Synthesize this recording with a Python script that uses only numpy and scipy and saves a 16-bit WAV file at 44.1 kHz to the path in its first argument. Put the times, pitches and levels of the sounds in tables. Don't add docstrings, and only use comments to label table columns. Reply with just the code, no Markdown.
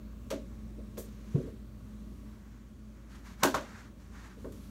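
import sys
import numpy as np
from scipy import signal
from scipy.fft import rfft, irfft
from scipy.io import wavfile
from scipy.ndimage import uniform_filter1d

SR = 44100
rng = np.random.default_rng(int(sys.argv[2]) if len(sys.argv) > 2 else 0)


def elevation(decibels):
    levels = np.asarray(decibels, float)
    return 10 ** (levels / 20)


def digitize_waveform(pressure):
    field = np.atleast_2d(pressure).T
    bounded = np.clip(field, -1, 1)
    quanta = np.round(bounded * 32767).astype(np.int16)
    wavfile.write(sys.argv[1], SR, quanta)


N = 207314


def on_log(table, hz):
    f, v = np.transpose(table)
    return np.interp(np.log(np.maximum(hz, 1)), np.log(f), v)


def shaped(x, gain):
    return irfft(rfft(x) * gain(np.fft.rfftfreq(len(x), 1 / SR)), len(x))


def band(hz, width, size=N):
    x = shaped(rng.standard_normal(size), lambda f: np.exp(-((f - hz) / width) ** 2))
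    return x / np.std(x)


def walk(rate):
    k = int(SR / rate)
    steps = np.repeat(rng.standard_normal(N // k + 1), k)
    return uniform_filter1d(uniform_filter1d(steps, k), k)[:N]


def ring(hz, t60, size=16384):
    t = np.arange(size) / SR
    return np.sin(2 * np.pi * hz * t) * 1000. ** (-t / np.maximum(t60, .002))


def add(track, s, sound):
    i = int(s * SR)
    track[i:i + len(sound)] += sound[:N - i]


def furnace():
    # frequency in Hz, level in dB per Hz.
    air_colour = [(30, -52), (45, -8.5), (85, 1.5), (150, -13), (200, -0.5), (300, -9.5), (450, -19),
                  (750, -31), (1150, -27), (1900, -33.5), (4000, -38), (8000, -42), (16000, -45)]
    # frequency in Hz, line in dB rms, noisy skirt in dB rms, skirt width in Hz.
    fan_lines = [(54.85, -48.5, -60, 3.7), (119.4, -58.5, -93.5, 5.2), (214, -55.5, -60.5, 9.2),
                 (600, -102, -75.5, 64), (1109, -78, -81, 110)]
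    air_db, flicker_db = -51.5, 1.5
    ease_db_per_s = -0.76
    t = np.arange(N) / SR
    air = 0
    for hz in 25 * 2 ** np.arange(0, 9.6, .25):
        level = elevation(on_log(air_colour, hz) + flicker_db * walk(6.25))
        air = air + level * np.sqrt(hz) * band(hz, hz / 7)
    lines = 0
    for hz, db, skirt_db, width in fan_lines:
        tone = elevation(db) * np.sqrt(2) * np.sin(2 * np.pi * hz * t)
        lines = lines + tone + elevation(skirt_db) * band(hz, width)
    return elevation(air_db) * air / np.std(air) + elevation(ease_db_per_s * t) * lines


def brush():
    # start in seconds, length in seconds, level in dB, brightness in dB.
    strokes = [(0.99, 0.29, -69.5, 4.5), (1.163, 0.43, -67, 4.5), (1.8, 0.26, -74.5, 1.5),
               (2.175, 0.65, -69.5, -1), (2.804, 0.55, -70, -5), (3.067, 0.22, -66.5, 4),
               (3.221, 0.17, -58.5, 2), (3.353, 0.22, -54, 0), (3.522, 0.44, -55, -2),
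               (3.947, 0.24, -69.5, 1), (4.081, 0.35, -57, -1), (4.348, 0.16, -75, 9.5),
               (4.47, 0.33, -74.5, 12.5)]
    rise, fall = 0.31, 0.49
    hiss_db, sheen_db, sheen_per_bright = -5.5, -17.5, 1.77
    carpet_cut_hz = 744
    t = np.arange(N) / SR
    grain = elevation(1.8 * walk(60) + .8 * walk(22))
    body = band(1300, 1100) * grain
    hiss = band(3650, 4550) * grain
    sheen = band(11000, 3500) * grain
    body = shaped(body, lambda f: 1 / np.sqrt(1 + (carpet_cut_hz / (f + 1)) ** 22.0))
    out = 0
    for s, length, db, bright_db in strokes:
        along = (t - s) / length
        ramp = np.clip(np.minimum(along / rise, (1 - along) / fall), 0, 1)
        press = np.sin(np.pi / 2 * ramp) ** 2
        rustle = body + elevation(hiss_db + bright_db) * hiss
        rustle = rustle + elevation(sheen_db + sheen_per_bright * bright_db) * sheen
        out = out + press * elevation(db) * rustle
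    return out


def tail():
    # frequency in Hz, decay time t60 in seconds.
    decay = [(100, 0.23), (300, 0.43), (1000, 0.18), (4000, 0.28), (14000, 0.18)]
    # frequency in Hz, level in dB.
    wetness = [(100, 2.5), (400, 9), (1500, 11), (6000, 1), (14000, 5.5)]
    build_s = 0.0015
    grain_db, grain_s = 4.5, 0.032
    t = np.arange(16384) / SR
    uneven = np.repeat(rng.standard_normal(len(t) // 64), 64) * np.exp(-t / grain_s)
    noise = rng.standard_normal(len(t)) * elevation(grain_db * uneven)
    reply = 0
    for hz in 50 * 2 ** np.arange(0, 8.6, .5):
        fall = 1000. ** (-t / on_log(decay, hz)) * (1 - np.exp(-t / build_s))
        part = shaped(noise, lambda f: np.cos(
            np.pi * np.clip(np.log2(np.maximum(f, 1) / hz), -.5, .5)) ** 2)
        reply = reply + elevation(on_log(wetness, hz)) * part * fall / np.linalg.norm(fall)
    return reply


def room():
    # delay in seconds, level in dB.
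    echoes = [(.0022, 5.5), (.0055, -4), (.011, -23.5), (.016, -5.5), (.024, -8.5)]
    near_db = 3.5
    reply = tail() * elevation(-near_db)
    reply[0] += 1
    for k, (s, db) in enumerate(echoes):
        reply[int(s * SR)] += elevation(db) * (-1) ** k
    return reply


def tube():
    # frequency in Hz, level in dB, decay time t60 in seconds.
    tube_modes = [(6580, -5, .08), (7160, -8, .08), (8300, -5, .1), (8690, 0, .16), (9940, -5, .08),
                  (10630, -5, .08), (11850, 0, .1), (12500, -1, .15), (13700, -1, .06)]
    # time in seconds, level in dB.
    rattles = [
        (.979, -69),
        (.992, -70),
        (1.010, -68),
        (1.045, -73),
    ]
    scatter_db = 3
    out = np.zeros(N)
    for s, db in rattles:
        chime = 0
        for hz, m, t60 in tube_modes:
            chime = chime + elevation(m + scatter_db * rng.standard_normal()) * ring(hz, t60)
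        add(out, s, elevation(db) * chime)
    return out


def thumps():
    # time in seconds, peak
    # in dB, struck near Hz, spread in octaves, contact in ms.
    blows = [(.305, -29, 534, 0.26, 8.3), (.326, -28.5, 320, 0.28, 7.3), (.316, -23.5, 569, .06, 8.8),
             (.780, -44, 320, 0.29, 4.3), (.785, -41, 514, 0.18, 5.5), (.972, -37.5, 450, 0.61, 6.5),
             (0.989, -42.5, 460, 0.35, 5.3), (1.343, -26.5, 149, .4, 2.8), (1.348, -28, 320, .6, 9),
             (1.375, -36.5, 500, 0.25, 7), (1.399, -37.5, 407, 0.3, 6.4), (1.430, -32, 326, 0.3, 10.5),
             (1.472, -42.5, 480, .3, 4.1), (3.419, -35.5, 1200, 0.65, 11), (3.434, -25.5, 324, 0.43, 4.7),
             (3.449, -22.5, 304, 0.14, 5), (3.438, -26.5, 620, 0.31, 3.8), (3.546, -35, 278, 0.23, 4.8),
             (3.547, -29.5, 646, .3, 8.8), (3.569, -35.5, 600, 0.21, 2.4), (4.370, -48, 433, 0.14, 9.4),
             (4.443, -37.5, 322, 0.58, 4), (4.445, -37, 563, 0.21, 12), (4.470, -38.5, 426, 0.11, 4.7)]
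    # frequency in Hz, level in dB, decay time t60 in seconds.
    floor_modes = [(143.4, 7, 0.091), (210, -23, 0.045), (248.5, -2, 0.24), (290.6, 3, 0.083),
                   (320, 0, 0.04), (390, 3.3, 0.056), (455.2, 1, 0.069), (484.6, -10.5, 0.058),
                   (581.3, 1.5, 0.038), (696, -5, 0.047), (1100, 11, .06), (1593, 12, .054)]
    out = np.zeros(N)
    for s, db, near_hz, octaves, ms in blows:
        swell = np.clip(np.arange(16384) / SR / (max(ms, .3) / 1000), 0, 1)
        boom = 0
        for hz, m, t60 in floor_modes:
            away = np.log2(hz / near_hz) / max(octaves, .03)
            boom = boom + elevation(m - 7.3 * away ** 2) * ring(hz, t60)
        add(out, s, elevation(db - 4) * boom * np.sin(np.pi / 2 * swell) ** 2)
    return out


def clacks():
    # time in seconds, peak in dB, ring over crack in dB,
    # crack tilt in dB per octave, crack length in ms.
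    contacts = [(.3035, -30.5, -16, 3, 7.4), (.3070, -28, -9, -1, 4.4), (.9720, -40.5, -28, -1.5, 4.7),
                (0.982, -41, -30, 13.5, 60), (.976, -50, -26, 8, 30), (1.351, -48.5, -12, -7.5, 20),
                (3.433, -7.5, -15, -7, 0.48), (3.4340, -6.5, 1.5, 4.5, 2.7), (3.4357, -20, -15, 10, 2.8),
                (3.448, -17, -9, -11, 2.3), (3.5430, -19.5, 8, -2, 0.86), (3.548, -21.5, -18, 0, 3.2),
                (3.5590, -33, -23, -5, 0.61), (3.5680, -25.5, -14, -8.5, 0.97), (3.61, -43, 1, 2, 2.4),
                (4.0, -58, 5, 3, 3.4), (4.446, -39, 1.5, -43, 3.3), (4.520, -51, -26, 6, 23)]
    # frequency in Hz, level in dB, decay time t60 in seconds.
    stick_modes = [(900, -33, 0.013), (1096, 10.5, 0.015), (1230, 13, 0.0062), (1470, -2, 0.028),
                   (1610, -38, 0.014), (3660, -6.5, 0.02), (5700, -33, .004)]
    # frequency in Hz, level in dB per Hz.
    crack_colour = [(200, -11), (400, -6), (1100, -7.5), (1700, -11.5), (2300, -11), (3700, -10),
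                    (6200, -11), (9000, -19.5), (13000, -24), (16000, -33)]
    wet_db, wetter_db_per_db, near_db = -4, 0.1713, -10.5
    lead = 128
    rings, cracks, t = np.zeros(N), np.zeros(N), np.arange(4096) / SR
    for s, db, ring_db, tilt_db, ms in contacts:
        room_db = wet_db + wetter_db_per_db * (near_db - db)
        mix = rng.standard_normal((len(stick_modes), 2))
        body = 0
        for (hz, m, t60), (a, b) in zip(stick_modes, mix):
            body = body + elevation(m + 2 * a) * ring(hz * (1 + 0.022 * b), t60, size=len(t))
        add(rings, s, elevation(db - 11.0 + ring_db) * body / np.abs(body).max())

        colour = lambda f: elevation(on_log(crack_colour, f) + tilt_db * np.log2(1 + f / 1000))
        burst = np.roll(rng.standard_normal(len(t)) * np.exp(-1000 * t / max(ms, .05)), lead)
        crack = shaped(burst, colour)[lead:]
        size = elevation(db - 5.5) / np.abs(crack).max()
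        add(cracks, s, size * crack)
        reply = shaped(tail(), colour)[:-2048]
        add(cracks, s, size * elevation(room_db) * np.linalg.norm(burst) * reply)
    return rings, cracks


def scene():
    # time in seconds,
    # level in dB.
    gain_drift = [(0, -50), (.4, -49), (1.45, -49), (1.7, -50.5), (2.3, -48.5), (2.42, -52), (4.36, -52),
                  (4.46, -47), (4.7, -50.5)]
    s, db = np.transpose(gain_drift)
    gain = elevation(np.interp(np.arange(N) / SR, s, db + 50.5))
    rings, cracks = clacks()
    hits = cracks + signal.fftconvolve(rings + thumps() + tube(), room())[:N]
    return (hits + brush() + gain * furnace())[None]


def low_pass(x):
    return signal.sosfilt(signal.butter(12, 16450, fs=SR, output="sos"), x)


def record(dry):
    # frequency in Hz, width in Hz, level in dB.
    standing = [(500, 18, -2), (582, 84, 3.5), (784, 40, 0), (890, 46, -1)]
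    # frequency in Hz, width in Hz, level in dB.
    port = [(5050, 350, -2.5), (6600, 1200, 2.5), (10500, 450, -4)]
    top_hz = 15750

    def response(f):
        db_sum = sum(db * np.exp(-((f - hz) / width) ** 2) for hz, width, db in standing + port)
        return elevation(db_sum) * np.clip((top_hz - f) / 250 + 1, .004, 1) ** 2

    x = signal.sosfilt(signal.butter(4, 44, "high", fs=SR, output="sos"), dry)
    x = shaped(x[0], response)[None]
    return low_pass(x)


dry = scene()
out = record(dry)
digitize_waveform(out)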